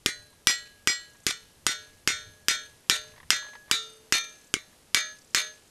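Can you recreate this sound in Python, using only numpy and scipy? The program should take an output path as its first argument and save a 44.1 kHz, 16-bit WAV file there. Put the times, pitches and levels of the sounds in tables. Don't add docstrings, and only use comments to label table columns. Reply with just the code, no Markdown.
import sys
import numpy as np
from scipy import signal
from scipy.fft import rfft, irfft, next_fast_len
from scipy.io import wavfile
from scipy.ndimage import map_coordinates

SR = 44100
rng = np.random.default_rng(int(sys.argv[2]) if len(sys.argv) > 2 else 0)


def bounce(signal):
    frames = np.transpose(np.atleast_2d(signal))
    limited = np.clip(frames, -1, 1)
    pcm = np.round(limited * 32767).astype(np.int16)
    wavfile.write(sys.argv[1], SR, pcm)


def volts_from_decibels(level):
    exponent = np.asarray(level, float) / 20
    return 10 ** exponent


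N = 251370

# (time [s], level [dB])
GUST_LEVEL = [
    (0.0, -66),
    (0.47, -65),
    (0.68, -69),
    (1.67, -69.5),
    (2.2, -58.5),
    (2.68, -70.5),
    (3.09, -63.5),
    (3.33, -56),
    (3.49, -72.5),
    (5.7, -71),
]
# (frequency [Hz], density [dB per Hz])
GUST_COLOUR = [(15, 0), (25, -6.5), (80, 2.5), (160, -4), (300, -56)]
# (time [s], level [dB])
MEADOW_LEVEL = [
    (0.0, -61),
    (3.87, -59.5),
    (5.7, -60),
]
# (frequency [Hz], density [dB per Hz])
MEADOW_COLOUR = [(88, -6.5), (150, -2), (255, -1.5), (378, -4.5), (460, -3.5), (682, -8), (1120, -10.5),
                 (1530, -11.5), (5930, -12), (7370, -13), (10900, -13.5), (13600, -19.5), (16500, -54)]

# (time [s], crack [dB], thump [dB], ring [dB])
BLOWS = [(0.061, 0.5, -30.5, -8.5), (0.4713, 0.5, -36.5, 2), (0.8735, 0, -34.5, -0.6),
         (1.2663, -2, -33.5, -1.6), (1.6664, 0, -36, -1.3), (2.0753, 1.5, -35.5, -2.65),
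         (2.484, 1.5, -41, 1.3), (2.8978, 2.5, -35.5, 1.1), (3.3047, 3, -44, -0.4), (3.713, -0.5, -38, -4),
         (4.124, -1, -36.5, 1.5), (4.5399, -0.5, -31.5, -18.5), (4.9462, 1.5, -40, 1.8),
         (5.3473, 2, -41.5, 2.5)]
BLADE_LIE = [(-0.08, 0.28, 0.77, 1.08), (0.108, 0.74, -0.033, 1.015), (0.11, 0.82, -0.2, 0.99),
             (0.159, 0.27, 0.21, 1.17), (0.41, 0.13, 0.32, 1.01), (0.458, 0.054, 0.3, 0.87),
             (0.47, 0.13, -0.022, 1.037), (0.62, -0.23, 0.73, 1.16), (0.63, 0.41, -0.095, 1.03),
             (0.66, -1.0, 0.32, 0.83), (0.77, -0.46, -0.49, 1.06), (0.89, -0.064, 0.65, 1.09),
             (0.901, 0.095, -0.28, 1.025), (0.94, -0.081, 0.029, 1.12)]
# (buzz length [s], buzz level [dB], hand closes after [s], added damping [dB per s])
BLADE_GRIP = [(0.036, -34, 0.33, 60), (.053, -24.5, 0.49, 59), (0.056, -29, 0.22, 28),
              (0.046, -29, 0.29, 50), (0.053, -27, 0.2, 45), (0.05, -29, 0.47, 58),
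              (0.062, -27.5, 0.17, 88), (.072, -25.5, 0.24, 130), (0.064, -30, 0.31, 42),
              (0.05, -29, 0.37, 55), (0.06, -25, 0.64, 58), (0.048, -44, 0.14, 62), (0.05, -27, 0.18, 184),
              (0.069, -25, 0.16, 140)]
# (frequency [Hz], level [dB], t60 [s])
CRACK_PEAKS = [(1578, -5, 0.0086), (3190, 2, 0.0037), (5037, 0.5, 0.0043), (6730, 0, 0.0036),
               (8200, -10, 0.0051), (11740, -11, 0.0037)]
# (frequency [Hz], level [dB], t60 [s])
STAKE_MODES = [(118, -16.5, 0.038), (202, -2, 0.018), (312, 8.5, 0.014), (393, -9, 0.042)]
# (frequency [Hz], density [dB per Hz])
BUZZ_COLOUR = [(150, -35.5), (500, -14), (850, -12.5), (1400, -7.5), (2300, -1.4), (4000, -1.5), (6500, -8),
               (9000, -10.5), (12500, -15), (16000, -44.5)]
# (frequency [Hz], level [dB])
CLATTER_COLOUR = [(400, -6), (800, 4), (1300, -11), (2200, 12.5), (3500, -4.5), (6000, 9.5), (8500, 4.5),
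                  (11500, -3), (15500, -39)]
# (frequency [Hz], t60 [s])
CLATTER_T60 = [(500, 0.32), (2000, 0.12), (6000, 0.08), (12000, 0.072)]

# (frequency at spot 0 [Hz], frequency at spot 1 [Hz])
BLADE_HZ = [(430, 444), (599, 618), (1292, 1293), (1364, 1364), (1464, 1517), (1649, 1694), (1800, 1814),
            (1856, 1872), (1931, 1945), (1980, 1985), (2257, 2264), (2341, 2359), (2361, 2375),
            (2845, 2887),
            (2991, 2987), (3277, 3303), (3394, 3392), (3486, 3484), (3633, 3649), (3912, 3922), (4051, 4041),
          (4137, 4158), (4191, 4204), (4247, 4251), (4269, 4274), (4516, 4563), (4730, 4746), (5009, 5011),
            (5409, 5373), (5518, 5509), (5683, 5656), (5765, 5780), (5817, 5818), (6061, 6052), (6318, 6347),
           (6382, 6373), (6607, 6596), (6813, 6816), (7564, 7591), (8260, 8256), (8552, 8533),
           (11138, 11119)]
# (level [dB], t60 [s], spot of a belly [edge lengths], half waves along the
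BLADE_WAVES = [(-56.5, 1.5, 0.42, 3.71), (-47, 1.2, 1.857, 0.294), (-45.5, 0.49, 0.58, 2.54),
               (-30, 0.34, 0.53, 0.82), (-29.5, 0.33, 0.42, 1.46), (-39, 1.07, 1.156, 0.488),
               (-26, 0.3, 0.53, 3.63), (-33, 0.34, 0.38, 2.03), (-25.5, 0.29, -0.62, 0.53),
               (-19.5, 0.15, 1.48, 0.32), (-29.5, 0.29, 0.48, 2.34), (-24, 0.21, 0.555, 2.95),
               (-35.5, 0.37, 0.53, 3.47), (-43.5, 0.5, 0.63, 3.1),
               (-40, 0.46, 0.026, 0.49), (-28.5, 0.36, 0.46, 1.36), (-30, 0.23, 0.043, 0.52),
             (-26, 0.27, 1.9, 0.35), (-23, 0.33, 0.617, 0.66), (-25.5, 0.19, 0.58, 3.4),
             (-41.5, 0.51, -0.75, 0.51), (-41.5, 0.48, 0.45, 1.8), (-34.5, 0.42, 1.07, 0.61),
             (-31.5, 0.37, 0.29, 0.53), (-22, 0.2, -0.11, 5.7), (-47, 0.42, -0.75, 0.26),
             (-41.5, 0.47, -3.1, 3.74), (-21, 0.15, 0.095, 0.46),
               (-36, 0.3, 0.51, 6.1), (-36, 0.29, 0.45, 3), (-45, 0.33, 0.1, 1.5), (-24.5, 0.16, 0.43, 0.78),
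              (-45, 0.25, 0.47, 4.2), (-33, 0.37, 0.52, 3.8), (-29, 0.53, 1.17, 0.48),
              (-28, 0.36, -0.94, 0.3), (-31, 0.21, 2.0, 0.3), (-26, 0.2, 1, 0.26), (-31, 0.28, -0.32, 0.36),
              (-28, 0.2, 0.09, 0.75), (-37, 0.21, 0.52, 3.5), (-26, 0.14, 1.43, 0.59)]
# (gain at full tilt [dB], gain at full pressure [dB])
BLADE_HOLD = [(-9.4, 6.5), (6.5, 9.5), (-14, -30), (-3, -1), (7.5, 4.5), (18.5, -1), (-2.5, 2.5), (3.5, 0),
              (17.5, 4), (9, 5.5), (-5, -3.2), (2, 3), (-10, -14), (-6, -3),
              (6, -2.5), (-1, -10), (7.5, 3), (-10, 5), (-4.5, -1.3), (-13, 10), (22, 20), (2, 5), (5, -2),
            (6.5, -2.5), (-7, -3.5), (-5, 23), (-8, -10.6), (9, -8),
              (-6, -12), (3, 16), (2, -7), (17, 10), (-18, -13), (-8, -3), (2.3, -2), (-4, 7), (4, -1),
             (-3, 6.3), (11, -7.5), (-9, 5), (-2.5, 19), (-3, 4)]

# (first stroke [s], last stroke [s], rate [strokes per s], pitch [Hz], level [dB])
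HOPPERS = [
    (0.155, .36, 27, 9000, -63),
    (1.101, 1.25, 29, 7000, -62),
    (2.62, 2.8, 27, 9000, -64),
    (3.835, 3.97, 30, 8520, -58),
    (4.299, 4.5, 34, 6930, -59.5),
    (5.06, 5.19, 31.6, 9000, -64),
    (5.189, 5.34, 34., 6360, -58.5),
    (5.553, 5.7, 24, 7500, -63),
    (.1, 4.8, 63.5, 11200, -71),
]
# (time [s], peak [dB])
CREAKS = [(0.327, -55), (1.147, -53), (2.843, -57), (3.044, -56), (3.092, -54), (3.137, -54), (3.161, -47),
          (3.178, -47), (3.201, -45.5), (3.229, -46), (3.329, -40), (3.379, -41), (3.423, -42),
          (3.443, -41), (3.464, -46), (3.484, -43.5), (3.532, -42.5), (3.551, -38.5), (3.679, -48),
          (3.696, -46), (4.728, -56.5)]
# (frequency [Hz], density [dB per Hz])
CASE_COLOUR = [(250, -19), (500, -5), (750, -10.5), (1020, 2.5), (1400, -10), (1900, 0), (2500, -14),
               (3300, -12), (5000, -20), (8000, -36)]


def along(points, hz):
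    f, v = np.transpose(points)
    return np.interp(np.log(hz + 1), np.log(f + 1), v)


def curve(rows):
    return np.interp(np.arange(N) / SR, *np.transpose(rows))


def wobble(rate):
    knots = rng.standard_normal(int(N * rate / SR) + 4)
    return map_coordinates(knots, [np.arange(N) * rate / SR])


def noise(colour):
    size = next_fast_len(N)
    hz = np.fft.rfftfreq(size, 1 / SR)
    x = irfft(rfft(rng.standard_normal(size)) * volts_from_decibels(along(colour, hz)), size)[:N]
    return x / x.std()


def ring(modes, seconds, attack, phase=0):
    hz, db, t60 = np.transpose(modes)[:, :, None]
    t = np.arange(round(seconds * SR)) / SR
    swing = volts_from_decibels(db - 60 * t / t60) * np.sin(2 * np.pi * hz * t + phase)
    return swing.sum(axis=0) * (1 - np.exp(-t / attack))


def add(track, s, sound):
    track[round(s * SR):][:len(sound)] += sound


def breeze():
    return volts_from_decibels(curve(GUST_LEVEL) + 3.4 * wobble(29)) * noise(GUST_COLOUR)


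def meadow():
    return volts_from_decibels(curve(MEADOW_LEVEL) + 0.28 * wobble(7.6)) * noise(MEADOW_COLOUR)


def face_crack(crack_db, rattle):
    spread = [120, 1.5, 0]  # Hz, dB, s
    face = CRACK_PEAKS + rng.normal(0, 1, (len(CRACK_PEAKS), 3)) * spread
    t = np.arange(SR // 10) / SR
    grit = 0.3 * rattle[:len(t)] * volts_from_decibels(-60 * t / 0.0078)
    crack = volts_from_decibels(crack_db - 4.5) * (grit - ring(face, 0.1, attack=0.0001))
    return signal.lfilter(*signal.butter(2, 1100 / (SR / 2), "high"), crack)


def stake_thump(thump_db):
    return volts_from_decibels(thump_db + 17.5) * ring(STAKE_MODES, 0.1, attack=0.0023)


def slope_echo(crack, thump, thump_db):
    echo_db = -12.5 - 0.65 * (thump_db + 37.5)
    dull = signal.butter(1, 1800 / (SR / 2))
    return volts_from_decibels(echo_db) * signal.lfilter(*dull, crack + 1.27 * thump)


def blade_modes(ring_db, spot, tilt, pressure, damping):
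    start_hz, end_hz = np.transpose(BLADE_HZ)
    db, t60, belly, waves = np.transpose(BLADE_WAVES)
    node_leak = 0.069
    shape = np.abs(np.cos(np.pi * waves * (spot - belly))) + node_leak
    hold_db = np.dot(BLADE_HOLD, [tilt, pressure])
    db = db + ring_db + 20 * np.log10(shape) + hold_db
    hz = start_hz + spot * (end_hz - start_hz)
    return np.transpose([hz, db, t60 / damping])


def blade_ring(ring_db, lie, hand_s, hand_db):
    modes = blade_modes(ring_db, *lie)
    blade = ring(modes, 0.5, attack=0.013, phase=2 * np.pi * rng.random((len(modes), 1)))
    t = np.arange(SR // 2) / SR
    return blade * volts_from_decibels(-hand_db * np.maximum(t - hand_s, 0))


def blade_clatter(ring_db, hand_damping, count=90):
    place, size, life, turn = rng.random((count, 4)).T
    hz = 1150 + 14000 * place ** 1.5
    db = along(CLATTER_COLOUR, hz) + 3 - 16 * size
    t60 = along(CLATTER_T60, hz) * (0.34 + 0.88 * life) / (0.84 * hand_damping)
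    modes = np.transpose([hz, db, t60])
    crowd = ring(modes, 0.18, attack=0.00087, phase=2 * np.pi * turn[:, None])
    return volts_from_decibels(-22 + 0.37 * ring_db) * crowd / np.sqrt(count / 10)


def blade_buzz(buzz_s, buzz_db, rattle):
    t = np.arange(SR // 2) / SR
    fade = volts_from_decibels(-200 * t - 650 * np.maximum(t - buzz_s, 0))
    afterglow = volts_from_decibels(-18 - 60 * t / 0.65)
    return volts_from_decibels(buzz_db) * (fade + afterglow) * rattle[:len(t)]


def hammer():
    out = np.zeros(N + SR)
    rattle = np.tile(noise(BUZZ_COLOUR) * volts_from_decibels(3.6 * wobble(180)), 2)
    for blow, lie, grip in zip(BLOWS, BLADE_LIE, BLADE_GRIP):
        s, crack_db, thump_db, ring_db = blow
        buzz_s, buzz_db, hand_s, hand_db = grip
        start = round(s * SR)
        crack = face_crack(crack_db, rattle[::-1][start:])
        thump = stake_thump(thump_db)
        add(out, s, crack + thump)
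        add(out, s + 0.0032, volts_from_decibels(-8.5) * crack)
        add(out, s + 0.0258, slope_echo(crack, thump, thump_db))
        add(out, s, blade_ring(ring_db, lie, hand_s, hand_db))
        add(out, s, blade_clatter(ring_db, lie[-1]))
        add(out, s, blade_buzz(buzz_s, buzz_db, rattle[start:]))
    return out[:N]


def grasshoppers():
    out = np.zeros(N + SR)
    t = np.linspace(-0.5, 0.5, 700)
    for first, last, rate, hz, db in HOPPERS:
        width_hz = max(1430, 10420 - hz)
        for s in np.arange(first, last, 1 / rate):
            tooth_hz = hz + width_hz * (rng.random((20, 1)) - 0.5) + 900 * t
            cycles = np.cumsum(tooth_hz, axis=1) / SR + rng.random((20, 1))
            rasp = np.sin(2 * np.pi * cycles).sum(axis=0)
            stroke_db = db + rng.normal(0, 1.8) - 8
            add(out, s - 0.008, volts_from_decibels(stroke_db) * np.cos(np.pi * t) ** 2 * rasp)
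    return out[:N]


def case_creaks():
    slips = np.zeros(N + SR)
    t = np.arange(SR // 8) / SR
    for s, db in CREAKS:
        add(slips, s, volts_from_decibels(db - 60 * t / 0.048) * (1 - np.exp(-t / 0.0013)))
    return slips[:N] * noise(CASE_COLOUR)


def scene():
    return (breeze() + meadow() + hammer() + grasshoppers() + case_creaks())[None]


def low_pass(x):
    return signal.sosfilt(signal.butter(12, 17110, fs=SR, output="sos"), x)


def record(dry):
    t = np.arange(N) / SR
    x = signal.sosfilt(signal.butter(2, 13500 / (SR / 2), output="sos"), dry)
    duck_db = np.zeros(N)
    for s, *_ in BLOWS:
        duck_db += -8 * np.exp(-np.abs(t - s) / 0.021) * (t >= s + 0.001)
    x = x * volts_from_decibels(duck_db)
    x = x / (1 + np.abs(x / 0.8) ** 6) ** (1 / 6)
    x = signal.sosfilt(signal.butter(16, 16300 / (SR / 2), output="sos"), x)
    return low_pass(x)


dry = scene()
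out = record(dry)
bounce(out)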